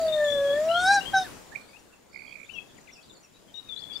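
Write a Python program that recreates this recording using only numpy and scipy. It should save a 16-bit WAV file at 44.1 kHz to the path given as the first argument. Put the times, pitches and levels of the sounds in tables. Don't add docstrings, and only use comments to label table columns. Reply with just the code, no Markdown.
import sys
import numpy as np
from scipy import signal
from scipy.fft import rfft, irfft
from scipy.io import wavfile
from scipy.ndimage import uniform_filter1d

SR = 44100
rng = np.random.default_rng(int(sys.argv[2]) if len(sys.argv) > 2 else 0)


def persist_wave(psi):
    counts = np.round(np.clip(psi, -1, 1) * 32767).astype(np.int16)
    wavfile.write(sys.argv[1], SR, np.atleast_2d(counts).T)


N = 176400
TIME = np.arange(N) / SR

# (frequency [Hz], time to fall 60 dB [s])
THICKET_DECAY = [(500, 0.12), (3000, 0.3), (8000, 0.3)]
# (frequency [Hz], relative level [dB])
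AIR_SPECTRUM = [(25, -13), (50, -3), (75, -7), (120, -3), (250, -1), (450, -3), (1000, -9), (2000, -14),
                (4000, -17), (8000, -19), (12000, -26), (15500, -27)]
# (time [s], level [dB])
BACKGROUND_LEVEL = [(0, -41.5), (1.25, -41), (1.45, -49), (2.05, -58.5), (2.6, -53.5), (3.3, -58), (4, -51)]
# (frequency [Hz], coherence [0-1])
AIR_COHERENCE = [(30, 0.38), (300, 0.013), (1500, 0.26), (15000, 0.059)]
# (middle time [s], relative level [dB])
INSECT_BOUTS = [(0, 5), (.27, 8.5), (.6, 2.5), (1.51, -8), (2.45, -9.5), (2.79, -10), (3.14, -7),
                (3.81, -10.5)]
# (middle time [s], length [s], level [dB])
FAR_CHURRS = [(0.04, .11, -46.5), (2.238, 0.25, -60.5)]
# (time [s], length [s], start pitch [Hz], middle pitch [Hz], end pitch [Hz], level [dB])
WHISTLER_NOTES = [(0.078, 0.03, 3534, 3650, 3600, -39.5), (0.121, 0.036, 3634, 3667, 3616, -31),
                  (0.239, 0.083, 3643, 3422, 3440, -36.5), (0.294, 0.067, 3495, 3455, 3504, -33),
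                  (0.441, 0.11, 3355, 3327, 3460, -39), (0.686, 0.036, 2730, 2907, 2990, -33.5),
                  (0.734, 0.059, 3040, 3240, 3230, -31.5), (1.003, 0.03, 2790, 2837, 3070, -38),
                  (1.053, 0.05, 3070, 3200, 3250, -36), (3.539, 0.063, 3680, 3737, 3850, -39.5),
                  (3.685, 0.0408, 3760, 3537, 3430, -39.5), (3.718, .032, 3354, 3456, 3370, -36),
                  (3.76, 0.03, 3410, 3488, 3420, -39.5), (3.796, 0.11, 3480, 3402, 3630, -47.5),
                  (3.895, 0.051, 3526, 3358, 3490, -39.5), (3.953, 0.021, 3500, 3500, 3550, -37)]
# (time [s], length [s], start pitch [Hz], middle pitch [Hz],
# end pitch [Hz], level [dB], left over right [dB], hoarseness [0-1])
NEAR_CHIRPS = [(1.237, .045, 1840, 1692, 1320, -45.5, -2, 0),
               (1.512, 0.046, 1510, 1817, 1730, -48.5, -18, 0.4),
               (1.55, .017, 1910, 2383, 2000, -35, -25, 0), (1.73, 0.045, 2453, 2540, 2830, -53, 27, 0.6),
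               (2.265, .08, 3230, 3260, 3270, -58, 0, 0.94), (2.486, 0.04, 2040, 2870, 2900, -47, 23, 0.4),
               (2.533, 0.065, 3020, 2700, 2616, -41, 27, 0.08),
               (2.551, 0.076, 3270, 3305, 3290, -46, 31, 0.36),
               (2.764, 0.029, 3210, 2415, 1790, -52.5, 22, 0.65),
               (2.87, 0.046, 3180, 2033, 3300, -50, 19, 0.13),
               (2.951, 0.049, 3040, 2544, 2740, -51.5, 23, 0.65),
               (3.098, 0.021, 3570, 3570, 3520, -53, 24, 0.3),
               (3.754, 0.068, 3930, 4230, 5580, -49.5, 25, 0.6),
               (3.928, 0.054, 4880, 4550, 5400, -46.5, 21, .4)]
# (time [s], level [dB])
NEAR_PIPS = [(.3, -55), (.645, -51.5), (1.782, -67), (2.531, -60), (2.911, -59.5), (3.226, -63.5),
             (3.556, -60)]
# (time [s], pitch [Hz])
CALL_PITCH = [(0, 658.6), (.18, 604.6), (.39, 562.4), (.52, 565.3), (.7, 661.8), (.85, 744.5), (.92, 806.4),
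              (.955, 812), (1.0, 775), (1.13, 779), (1.2, 758.4), (1.24, 729)]
# (time [s], level [dB])
WHINE_EFFORT = [(0, -26.5), (.06, -22), (.13, -26.5), (.23, -22.5), (.32, -28), (.39, -24), (.52, -23),
                (.56, -26.5), (.6, -24), (.645, -26), (.7, -20.5), (.82, -30.5), (.895, -17), (.985, -22.5),
                (1.015, -46), (1.06, -51), (1.085, -73)]
# (time [s], level [dB])
CALL_STRAIN = [(.2, -58.5), (.62, -71), (.72, -48.5), (.8, -40), (.83, -38.5), (.875, -32.5), (.92, -31),
               (.945, -29), (.98, -39), (1.0, -41.5), (1.03, -66), (1.125, -77), (1.142, -42), (1.18, -33),
               (1.2, -38), (1.235, -43), (1.262, -75)]
# (frequency [Hz], gain [dB])
THROAT_RESONANCES = [(560, -0.5), (810, -1.5), (1120, -25), (1300, -30.5), (1345, -10.5), (1400, 1.5),
                     (1470, 2), (1540, -4), (1610, -2), (1685, -16.5), (1790, -7), (1860, -31), (2200, -37)]
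# (frequency [Hz], gain [dB])
WHINE_RESONANCES = [(2250, -18), (2420, -12.5), (3200, -27), (3600, -1.5), (4060, -1), (4320, -3),
                    (4450, -18), (4680, -6), (5050, -19), (5270, -2), (5620, -7.5), (6480, -11.5),
                    (6800, -25), (8450, -27), (8800, -15), (9100, -33), (10400, -25), (11500, -44)]
# (frequency [Hz], gain [dB])
SQUEAL_RESONANCES = [(2300, -27), (3050, -22), (3700, 2.5), (3880, -1), (4550, -24), (5080, 0),
                     (5370, -5.5), (6100, -4), (6900, -21), (7700, -37), (9100, -30), (9950, -22.5),
                     (10800, -44)]
# (middle time [s], length [s], centre [Hz], width [Hz], level [dB])
BREATH_SPURTS = [(0.848, 0.11, 7900, 2600, -42), (0.865, .1, 10700, 1400, -50.5),
                 (0.942, 0.043, 7660, 2240, -38), (1.2, .07, 9200, 2200, -58)]


def amp(db):
    return 10 ** (np.asarray(db) / 20)


def unit_rms(x):
    return x / np.sqrt(np.mean(x ** 2) + 1e-20)


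def curve(points):
    return np.interp(TIME, *np.transpose(points))


def at_hz(points, hz):
    table_hz, value = np.transpose(points)
    return np.interp(np.log(hz + 1), np.log(table_hz + 1), value)


def hump(middle_s, length_s, power=2):
    return np.exp(-(2 * (TIME - middle_s) / length_s) ** power)


def pan(left_db):
    gains = amp([[left_db / 2], [-left_db / 2]])
    return gains / np.sqrt(np.mean(gains ** 2))


def add(mix, start_s, sound):
    part = mix[:, max(round(start_s * SR), 0):][:, :sound.shape[1]]
    part += sound[:, :part.shape[1]]


def noise(gain):
    return unit_rms(irfft(rfft(rng.standard_normal(N)) * gain(np.fft.rfftfreq(N, 1 / SR)), N))


def wander(hz):
    return noise(lambda f: 1 / (1 + (f / hz) ** 4))


def band(centre_hz, width_hz, power=4):
    return noise(lambda f: 1 / (1 + (2 * (f - centre_hz) / width_hz) ** power))


def thicket(sound):
    slots = np.arange(100, SR // 2, 20)
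    taps = np.zeros((2, SR))
    arrivals = slots + rng.integers(0, 20, (2, len(slots)))
    np.put_along_axis(taps, arrivals, rng.choice([-1., 1.], arrivals.shape), 1)
    hz, t, spectra = signal.stft(taps, SR, nperseg=256)
    decay = amp(-60 * t / at_hz(THICKET_DECAY, hz)[:, None])
    tail = signal.istft(spectra * decay, SR, nperseg=256)[1]
    return signal.fftconvolve(sound, tail / np.linalg.norm(tail[0]), axes=1)[:, :N]


def air(patch_db=1.5):
    frames, hz = N // 256 + 5, np.fft.rfftfreq(1024, 1 / SR)
    a, b, c, d, patches = rng.standard_normal((frames, len(hz), 5)).T
    patches = uniform_filter1d(patches, size=12, axis=0)
    patches = unit_rms(uniform_filter1d(patches, size=16, axis=1))
    coherence = at_hz(AIR_COHERENCE, hz)[:, None]
    left = a + 1j * b
    right = coherence * left + np.sqrt(1 - coherence ** 2) * (c + 1j * d)
    colour = amp(at_hz(AIR_SPECTRUM, hz)[:, None] + patch_db * patches)
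    wash = signal.istft(np.array([left, right]) * colour, nperseg=1024, noverlap=768)[1][:, :N]
    return pan(3) * amp(curve(BACKGROUND_LEVEL)) * unit_rms(wash)


def insect(pulses_per_s=25, floor_db=-13.5):
    rate = pulses_per_s * (1 + 0.182 * wander(8.9))
    pulses = 1 + 0.64 * np.sin(2 * np.pi * np.cumsum(rate) / SR)
    bouts = amp(floor_db) + sum(amp(db) * hump(s, length_s=0.12) for s, db in INSECT_BOUTS)
    buzz = np.array([band(centre_hz=7020, width_hz=190, power=2) for side in range(2)])
    return amp(-61.5) * unit_rms(buzz * pulses * bouts)


def bird_note(length_s, start_hz, middle_hz, end_hz, hoarse=0, edge=0.29):
    progress = np.linspace(0, 1, round(length_s * SR))

    def drift(per_s):
        return np.interp(progress * length_s, np.arange(64) / per_s, rng.standard_normal(64))

    bend = np.polyval(np.polyfit([0, .5, 1], [start_hz, middle_hz, end_hz], 2), progress)
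    phase = 2 * np.pi * np.cumsum(bend * (1 + 0.0064 * drift(200))) / SR
    flicker = amp(3.95 * drift(200))
    soft_ends = np.sin(np.pi / 2 * np.minimum(np.minimum(progress, 1 - progress) / edge, 1))
    pure = np.sqrt(2 * (1 - hoarse ** 2)) * np.sin(phase)
    rough = hoarse * (drift(320) * np.sin(phase) + drift(320) * np.cos(phase))
    return soft_ends * flicker * (pure + rough)


def twitters(per_s=9, low_hz=2217, high_hz=5210, length_s=.045):
    out = np.zeros((2, N))
    for when, height, side, tilt in rng.random((round(per_s * N / SR), 4)):
        hz = low_hz * (high_hz / low_hz) ** height
        sweep = 0.093 * np.cos(np.pi * tilt)
        slur = bird_note(length_s, hz * (1 + sweep), hz, hz * (1 - sweep), hoarse=0.57)
        add(out, when * N / SR, pan(20 * (side - .5)) * amp(-61) * slur)
    return (out + thicket(out)) / np.sqrt(2)


def churr(beats_per_s=58):
    beat = (1 + 0.29 * np.cos(2 * np.pi * beats_per_s * TIME)) ** 2
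    swell = sum(amp(db) * hump(s, length, power=4) for s, length, db in FAR_CHURRS)
    return pan(-11.5) * swell * unit_rms(beat * band(centre_hz=4576, width_hz=450))


def trill(start_s=2.126, length_s=.32, notes_per_s=66.7, note_s=.013):
    base_hz, arch_hz, sweep = 2270, 109, 0.15
    fade_s, slip_s, echo_db = 0.022, .0005, -6.5
    out = np.zeros((2, N))
    for s in np.arange(0, length_s, 1 / notes_per_s):
        detune, late = rng.standard_normal(2)
        hz = (base_hz + arch_hz * np.sin(np.pi * s / length_s)) * (1 + 0.018 * detune)
        tick = bird_note(note_s, hz * (1 - sweep), hz, hz * (1 + sweep / 2), hoarse=0.31)
        fade = min(min(s + note_s / 2, length_s - s) / fade_s, 1)
        add(out, start_s + s + slip_s * late, pan(-32) * amp(-42) * fade * np.hanning(len(tick)) * tick)
    return out + amp(echo_db) * thicket(out)


def birds(deep_echo_db=-4.5, near_echo_db=-9.5, cross_echo_db=-29.5):
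    pip_s, pip_hz = 0.03, (6400, 5710, 5700)
    deep, near = np.zeros((2, 2, N))
    for s, length, *bend, db in WHISTLER_NOTES:
        add(deep, s, pan(36.5) * amp(db) * bird_note(length, *bend))
    for s, length, *bend, db, left_db, hoarse in NEAR_CHIRPS:
        add(near, s, pan(left_db) * amp(db) * bird_note(length, *bend, hoarse, edge=0.19))
    for s, db in NEAR_PIPS:
        add(near, s, pan(2.5) * amp(db) * bird_note(pip_s, *pip_hz, hoarse=0.57, edge=0.19))
    direct = deep + near
    scattered = amp(deep_echo_db) * deep + amp(near_echo_db) * near + amp(cross_echo_db) * direct[::-1]
    return direct + thicket(scattered)


def rhino_breath(phase):
    hiss = sum(amp(db) * hump(s, length) * band(hz, width) for s, length, hz, width, db in BREATH_SPURTS)
    sputter = amp(1.5 * wander(140))
    return hiss * unit_rms(sputter * (1 + 0.78 * np.cos(phase)))


def rhino_voice(hz, phase):
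    squeal_s, rise_s, hold_s = 1.127, 0.017, 0.044
    fall_db_per_s2, dulling_db_per_s = 4997, 370
    bright_hz, top_hz, crossfade_hz, full_strain_db = 2020, 4840, 600, -33.5
    in_whine = TIME < squeal_s
    fading_s = np.maximum(TIME - squeal_s - hold_s, 0)
    attack = np.clip((TIME - squeal_s) / rise_s, 0, 1) ** 2
    squeal = attack * amp(-18.5 - fall_db_per_s2 * fading_s ** 2)
    shimmer = amp(0.8 * wander(47))
    effort = (amp(curve(WHINE_EFFORT)) * in_whine + squeal) * shimmer
    strain_db = curve(CALL_STRAIN)
    calling = TIME < CALL_STRAIN[-1][0]
    voice = np.zeros(N)
    for k in range(1, 16):
        high = np.clip((k * hz - bright_hz) / crossfade_hz + .5, 0, 1)
        top = np.clip((k * hz - top_hz) / crossfade_hz + .5, 0, 1)
        clean = effort * amp(at_hz(THROAT_RESONANCES, k * hz) - dulling_db_per_s * fading_s * (k > 1))
        colour_db = np.where(in_whine, at_hz(WHINE_RESONANCES, k * hz), at_hz(SQUEAL_RESONANCES, k * hz))
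        weak_db = top * .6 * np.minimum(strain_db - full_strain_db, 0)
        flutter_db = 4 * np.minimum(wander(46), 1)
        rasp = 1 + 0.3 * wander(185)
        strained = amp(strain_db + colour_db + weak_db + flutter_db) * rasp * calling
        slip = high * 0.027 * k * wander(160) + rng.uniform(0, 2 * np.pi)
        voice += ((1 - high) * clean + high * strained) * np.sqrt(2) * np.cos(k * phase + slip)
    return voice


def rhino(jitter=0.004, echo_db=-14):
    hz = curve(CALL_PITCH) * (1 + jitter * wander(105))
    phase = 2 * np.pi * np.cumsum(hz) / SR
    direct = pan(1.9) * (rhino_voice(hz, phase) + rhino_breath(phase))
    return direct + amp(echo_db) * thicket(direct)


def scene():
    return air() + insect() + rhino() + birds() + trill() + churr() + twitters()


def record(dry):
    edge_hz = 15720
    lowpass = signal.firwin(511, edge_hz, window=("kaiser", 9), fs=SR)
    return signal.oaconvolve(dry, lowpass[None], "same")


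dry = scene()
out = record(dry)
persist_wave(out)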